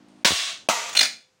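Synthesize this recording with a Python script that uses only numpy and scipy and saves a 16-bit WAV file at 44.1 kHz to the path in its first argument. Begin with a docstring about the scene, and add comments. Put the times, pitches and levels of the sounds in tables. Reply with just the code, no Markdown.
"""First you hear a hum and a faint sizzle: a computer power supply is failing in its open steel case.
It blows with a ragged bang of quick arcs (electric sparks), then a part bursts with a sharp pop.
A short buzz follows, one arc each mains cycle, and the hum stops. The recorder's limiter turns the
bangs down and recovers while the small room still rings, which draws out their tails."""
import sys
import numpy as np
from scipy import signal
from scipy.fft import rfft, irfft, next_fast_len
from scipy.io import wavfile
from scipy.ndimage import uniform_filter1d, minimum_filter1d

SR = 44100
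rng = np.random.default_rng(int(sys.argv[2]) if len(sys.argv) > 2 else 0)


def digitize_waveform(pressure):
    """Quantize a signal to 16-bit integers and store it at the path in sys.argv[1].

    Rows of a 2-D input are taken as channels; values are limited to [-1, 1].
    """
    field = np.atleast_2d(pressure).T
    bounded = np.clip(field, -1, 1)
    quanta = np.round(bounded * 32767).astype(np.int16)
    wavfile.write(sys.argv[1], SR, quanta)


N = 61739

# Arcs of the first bang (time [s], level [dB], fade [s]); a fade is the time to fall by 60 dB
BANG_ARCS = [(0.2476, 18, 0.049), (0.2525, 15.5, 0.065), (0.2728, 13, 0.06), (0.285, 9.5, 0.037)]
# Tone colour of the bang and of its echo (frequency [Hz], level [dB])
BANG_COLOUR = [(29, -66), (50, -42), (263, -11), (406, -12), (543, -1.5), (837, -10), (991, 12),
               (1060, -20), (1230, -21.5), (1320, -24.5), (1530, 5), (1990, -9.5), (2140, 3), (2790, -4.5),
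               (3300, 1.5), (5350, -5.5), (6330, -6.5), (13300, -28.5), (15800, -18)]
BANG_ECHO = [(59, -89), (100, -59.5), (201, -42.5), (233, -24.5), (422, -17), (556, -19), (631, -7),
             (905, -14.5), (1100, -5.5), (1410, -8), (1900, -4), (2400, -1.5), (3700, 0.5), (6490, -4.5),
             (9110, -10), (12300, -31.5), (15800, -21.5)]
# Ringing in that echo (pitch [Hz], width [Hz], level [dB])
BANG_RING = [(674, 10, -8), (1130, 26, -1), (1717, 20, 2), (2800, 190, 4.5), (3410, 24, 11),
             (3660, 180, 0.5), (4050, 40, 9.5), (4660, 44, -13.5)]
BANG_S, BANG_LOW_CUT_HZ = BANG_ARCS[0][0], 120
def first_bang():
    """A few arcs in quick succession tear a part open; case and room ring on."""
    blast = noise(BANG_COLOUR) * sum(amp(db) * strike(s, fade) for s, db, fade in BANG_ARCS)
    echo = amp(-11.5) * noise(BANG_ECHO) + amp(-18.5) * ringing_noise(BANG_RING)
    return low_cut(blast, BANG_LOW_CUT_HZ) + room_tail(BANG_S, echo, stretch=0.96)


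# Air pushed by the first bang (time [s], level [dB], length [s], bass cut [Hz])
AIR_PUSHES = [(0.2492, 18, 0.00061, 99.5), (0.2532, 21, 0.00084, 94.9), (0.2593, 14, 0.00054, 110),
              (0.307, 17.5, 0.00068, 64.4), (0.3194, 15.5, 0.00063, 62), (0.3293, 0, 0.0015, 58)]
def air_pushes():
    """Each push is a jump of pressure followed by suction."""
    pressure = np.zeros(N)
    for s, db, length, low_hz in AIR_PUSHES:
        age = np.maximum(clock() - s, 0) / length
        pressure += low_cut(amp(db) * (age > 0) * (1 - age) * np.exp(-age), low_hz)
    return high_cut(pressure, corner_hz=1790)


# Tone colour of the pop and of its echo (frequency [Hz], level [dB])
POP_COLOUR = [(29, -76.5), (50, -34.5), (120, -49.5), (230, -28), (690, -2), (944, -26), (1040, -11),
              (1320, 12.5), (1600, -26.5), (1990, -5), (3150, 8.5), (3470, 0), (5220, -3.5), (5750, 0.5),
              (7860, -17.5), (8650, 1.5), (12700, -43), (15800, -4.5)]
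POP_ECHO = [(59, -66.5), (100, -30), (254, -17.5), (327, -14), (388, -35.5), (422, -12), (702, -3.5),
            (780, -13.5), (925, 3), (1030, -12.5), (1170, -0.5), (1640, -11), (1940, -4), (5030, -9.5),
            (6490, -6), (12000, -30.5), (15800, -33)]
# Low ringing of the supply's box (pitch [Hz], width [Hz], level [dB])
BOX_RING = [(660, 35, -2.5), (724, 40, 2), (865, 60, -4.5), (1072, 37, -1), (1235, 18, 0), (1347, 56, 2)]
# Clear notes of the box (pitch [Hz], level [dB], fade [s])
BOX_NOTES = [(221, -5.5, 0.11), (314, -3.5, 0.07), (462, 0.5, 0.037), (561, 9, 0.032), (645, 11, 0.047),
             (727, -4.5, .22), (946, -8, .33), (1052, -2, .16), (1196, -7.5, .3), (1287, 0.5, .2)]
def pop(start_s=0.688):
    """One part bursts with a single, deeper pop that rings the supply's box."""
    crack = amp(12) * noise(POP_COLOUR) * strike(start_s, fade_s=0.031)
    box = amp(3.5) * ringing_noise(BOX_RING) * strike(start_s, fade_s=0.19)
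    box += ring(start_s, BOX_NOTES)
    echo = amp(-21.5) * noise(POP_ECHO)
    return low_cut(crack + box, BANG_LOW_CUT_HZ) + room_tail(start_s, echo, stretch=0.89)


# Arcs of the buzz; shriek and hiss are relative to the level, body (the low part) to the hiss
# (peak time [s], level [dB], rise [s], fall [s], shriek pitch [Hz], shriek [dB], hiss [dB], body [dB])
BUZZ_ARCS = [(0.897, -40, 0.0078, 0.0026, 2700, -6.5, 5.5, 2.5),
             (0.936, -35, 0.0056, 0.0056, 6800, -3.5, -3, 0.5),
             (0.9517, -31.5, 0.00095, 0.011, 2685, 5.5, 3.5, 2.5),
             (0.9741, -13, 0.0036, 0.004, 4128, -1.5, -7.5, -7),
             (0.995, -13.5, .0042, 0.0035, 4116, -0.5, -6.5, -5.5),
             (1.0135, -15, 0.0043, 0.0042, 5050, -3, -3, 1.5),
             (1.033, -20, 0.0046, 0.0048, 4900, -2, -2, -3),
             (1.05, -24, 0.0065, 0.011, 2345, -8.5, -7.5, 0.5)]
# Tone colour of their hiss (frequency [Hz], level [dB])
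HISS_COLOUR = [(29, -65), (60, -19), (148, -31), (202, -24.5), (300, -19.5), (397, -21), (642, -8.5),
               (1140, -14.5), (1420, -10), (1770, -5.5), (2360, -4.5), (3220, -22), (3470, -10), (4100, -6),
               (4520, -13), (8650, -14), (12100, -33), (15800, -18.5)]
# Ringing of the steel case (pitch [Hz], width [Hz], level [dB])
CASE_RING = [(1432, 33, -5.5), (2407, 60, -2.5), (3025, 22, -5), (2850, 48, -7.5), (3513, 48, 2),
             (3730, 22, -10.5), (4300, 130, -5), (4710, 36, -4.5), (5440, 56, -8), (5710, 110, -6.5),
             (6410, 360, -10), (8000, 70, -28), (8330, 100, -11), (9270, 230, -9.5)]
# Lingering notes of the sheet steel (pitch [Hz], level [dB], fade before ring() caps it [s])
STEEL_NOTES = [(2180, -1.5, 0.3), (2406, 7.5, 0.29), (2960, -16, 0.32), (3476, -5.5, 0.37),
               (3550, 7.5, 0.16), (4190, 0, .17), (4350, 0.5, 0.23), (4818, -5, .21), (5179, -3, .18),
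               (6767, -3, 0.46)]
def arcing():
    """An arc hisses and shrieks once each mains cycle; the steel rings on after the last strong one."""
    t, buzz = clock(), np.zeros(N)
    hiss = panel_echoes(noise(HISS_COLOUR))
    case = amp(-2) * ringing_noise(CASE_RING)
    body = filtered(hiss, lambda hz: 1 / (1 + (hz / 1300) ** 10))
    for s, db, rise, fall, pitch, shriek_db, hiss_db, body_db in BUZZ_ARCS:
        current = amp(db) * np.exp(-.5 * ((t - s) / np.where(t < s, rise, fall)) ** 2)
        arc_hiss = amp(hiss_db) * (hiss - body + amp(body_db) * body)
        buzz += current * (case + arc_hiss + amp(shriek_db) * shriek(pitch))
    room = room_fade(rng.standard_normal(N), unchanged_s=0, stretch=0.9)
    echo = amp(-7) * signal.fftconvolve(buzz, room / np.linalg.norm(room))[:N]
    steel = amp(-32) * ring(BUZZ_ARCS[-3][0], STEEL_NOTES)
    return buzz + echo + steel


def shriek(pitch_hz, width_hz=220):
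    """A rough whistle of even strength whose pitch scatters quickly."""
    band = filtered(rng.standard_normal(N), lambda hz: np.exp(-.5 * ((hz - pitch_hz) / width_hz) ** 2))
    phase = np.angle(signal.hilbert(band, next_fast_len(N))[:N])
    return unit(np.cos(phase))


# The supply's hum notes, and the colours of its air noise and sizzle (frequency [Hz], level [dB])
HUM_NOTES = [(193.8, -62), (247.6, -59), (301.5, -59), (355.3, -70)]
AIR_COLOUR = [(30, -28), (110, 1.5), (250, 3.5), (450, -2), (700, 0.5), (1200, -7.5), (2500, -11),
              (5000, -15.5), (9000, -29.5), (12000, -47.5)]
SIZZLE_COLOUR = [(500, -28.5), (3000, -5.5), (6500, -10), (9300, -4), (11000, -33), (15800, -30)]
def supply(tick_s=0.085, off_s=1.23, fade_out_s=0.1):
    """Throbbing hum and air noise last until the power goes; a tick and sizzle lead up to the bang."""
    t = clock()
    intact = t < BANG_S
    hum = tones(HUM_NOTES) * np.where(intact, 1, amp(-12))  # weaker after the first bang
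    air = amp(-60) * noise(AIR_COLOUR)
    power = np.clip((off_s - t) / fade_out_s, 0, 1)
    tick = amp(-61.5) * strike(tick_s, fade_s=0.024)
    sizzle = amp(-72.5) * (t > tick_s) * intact
    return (hum + air) * power + noise(SIZZLE_COLOUR) * (tick + sizzle)


def panel_echoes(x, count=14, spread_s=0.022, share=0.45):
    """Quick reflections between the steel panels make a sound hollow."""
    delays, signs = rng.uniform(0, spread_s, count), rng.choice([-1, 1], count)
    echoes = sum(sign * delayed(x, s) for s, sign in zip(delays, signs))
    return (x + share * echoes / np.sqrt(count)) / np.hypot(1, share)


# How long the room rings (frequency [Hz], fade [s])
ROOM_FADES = [(150, 0.38), (700, 0.33), (3000, .35), (7000, 0.35), (13000, 0.28)]
def room_fade(x, unchanged_s, stretch, rise_s=0.004):
    """Sound builds up, then dies away band by band; stretch scales the room's fade times."""
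    hz, t, bands = signal.stft(x, SR, nperseg=256)
    fade_s = stretch * along(ROOM_FADES, hz)[:, None]
    tail = signal.istft(bands * amp(-60 * (t - unchanged_s) / fade_s), SR, nperseg=256)[1][:N]
    return tail * (1 - np.exp(-clock() / rise_s))


def room_tail(start_s, sound, stretch):
    """The room's fading answer to a bang."""
    return delayed(room_fade(panel_echoes(sound), unchanged_s=0.15, stretch=stretch), start_s)


# The quiet room's noise colour and hum notes (frequency [Hz], level [dB])
QUIET_COLOUR = [(18, -50), (30, -25), (117, -6.5), (251, -7.5), (413, -8), (612, -9), (2330, -13.5),
                (3280, -15.5), (6480, -16.5), (15800, -38.5)]
QUIET_HUM = [(96.9, -87.5), (193.8, -87), (430.7, -94.5), (516.8, -77.5)]
def quiet_room():
    """A faint, steady rush and hum behind everything."""
    return amp(-69) * noise(QUIET_COLOUR) + tones(QUIET_HUM)


def amp(db):
    """Decibels as a multiplier."""
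    return 10 ** (np.asarray(db) / 20)


def unit(x):
    """Scale to an average strength (rms) of 1."""
    return x / np.sqrt(np.mean(x ** 2) + 1e-20)


def clock():
    """Each sample's time in seconds."""
    return np.arange(N) / SR


def delayed(x, seconds):
    """The same sound, later."""
    return np.pad(x, (round(seconds * SR), 0))[:N]


def along(points, hz):
    """Read between a table's rows on a log frequency scale."""
    freqs, values = np.transpose(points)
    return np.interp(np.log(hz + 1), np.log(freqs + 1), values)


def filtered(x, response):
    """Multiply each frequency in x by response(hz)."""
    size = next_fast_len(N + 8192)
    return irfft(rfft(x, size) * response(np.fft.rfftfreq(size, 1 / SR)), size)[:N]


def low_cut(x, corner_hz):
    """Cut the bass steeply."""
    return filtered(x, lambda hz: (hz ** 2 / (hz ** 2 - corner_hz ** 2 - 1j * hz * corner_hz)) ** 2)


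def high_cut(x, corner_hz):
    """Soften the treble."""
    return filtered(x, lambda hz: 1 / (1 + 1j * hz / corner_hz))


def band_limit(hz, top_hz=16000):
    """A steep cut of the very highest treble."""
    return np.clip((top_hz + 200 - hz) / 400, 0, 1) ** 2


def noise(colour):
    """Noise of strength 1 in the given tone colour."""
    return unit(filtered(rng.standard_normal(N), lambda hz: band_limit(hz) * amp(along(colour, hz))))


def ringing_noise(peaks):
    """Noise of strength 1 that rings around the given pitches."""
    def response(hz):
        ringing = sum((-1) ** k * amp(db) * 1j * hz * width / (pitch ** 2 - hz ** 2 + 1j * hz * width)
                      for k, (pitch, width, db) in enumerate(peaks))
        return ringing / (1 + (hz / 9500) ** 12)
    return unit(filtered(rng.standard_normal(N), response))


def strike(start_s, fade_s):
    """A level that jumps up, then falls 60 dB in fade_s."""
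    age = clock() - start_s
    return (age >= 0) * amp(-60 * np.abs(age) / fade_s)


def ring(start_s, notes, longest_s=0.36):
    """Notes struck together, each fading away."""
    age = clock() - start_s
    return sum(amp(db) * strike(start_s, min(fade, longest_s)) * np.cos(2 * np.pi * hz * age)
               for hz, db, fade in notes)


def tones(notes, crest_s=0.009):
    """Steady notes that throb against each other, all in step at crest_s."""
    return np.sqrt(2) * sum(amp(db) * np.cos(2 * np.pi * hz * (clock() - crest_s)) for hz, db in notes)


def scene():
    """All sources over the quiet of the room, in one channel."""
    background = quiet_room()
    return (first_bang() + pop() + air_pushes() + arcing() + supply() + background)[None]


def limiter(x, limit_db=-15, sense_s=0.006, ahead_s=0.006, hold_s=0.038, release_db_per_s=138.5):
    """The volume drops just ahead of a loud sound, holds, then climbs back steadily."""
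    sensed = high_cut(x, corner_hz=2500)  # it reacts less to treble
    level_db = 10 * np.log10(np.abs(uniform_filter1d(sensed ** 2, int(sense_s * SR))) + 1e-12)
    cut_db = np.minimum(limit_db - level_db, 0)
    ahead, span = int(ahead_s * SR), int((ahead_s + hold_s) * SR)
    held_db = minimum_filter1d(cut_db, span, origin=span // 2 - ahead - 1, mode="nearest")
    climb_db = release_db_per_s * clock()
    gain_db = np.minimum.accumulate(held_db - climb_db) + climb_db
    return x * amp(uniform_filter1d(gain_db, ahead))


def record(dry):
    """The recorder turns down the bangs, rounds off their peaks and cuts the highest treble."""
    limited, ceiling = limiter(dry[0]), 0.72
    rounded = limited / (1 + (limited / ceiling) ** 6) ** (1 / 6)
    return filtered(rounded, band_limit)[None]


dry = scene()
out = record(dry)
digitize_waveform(out)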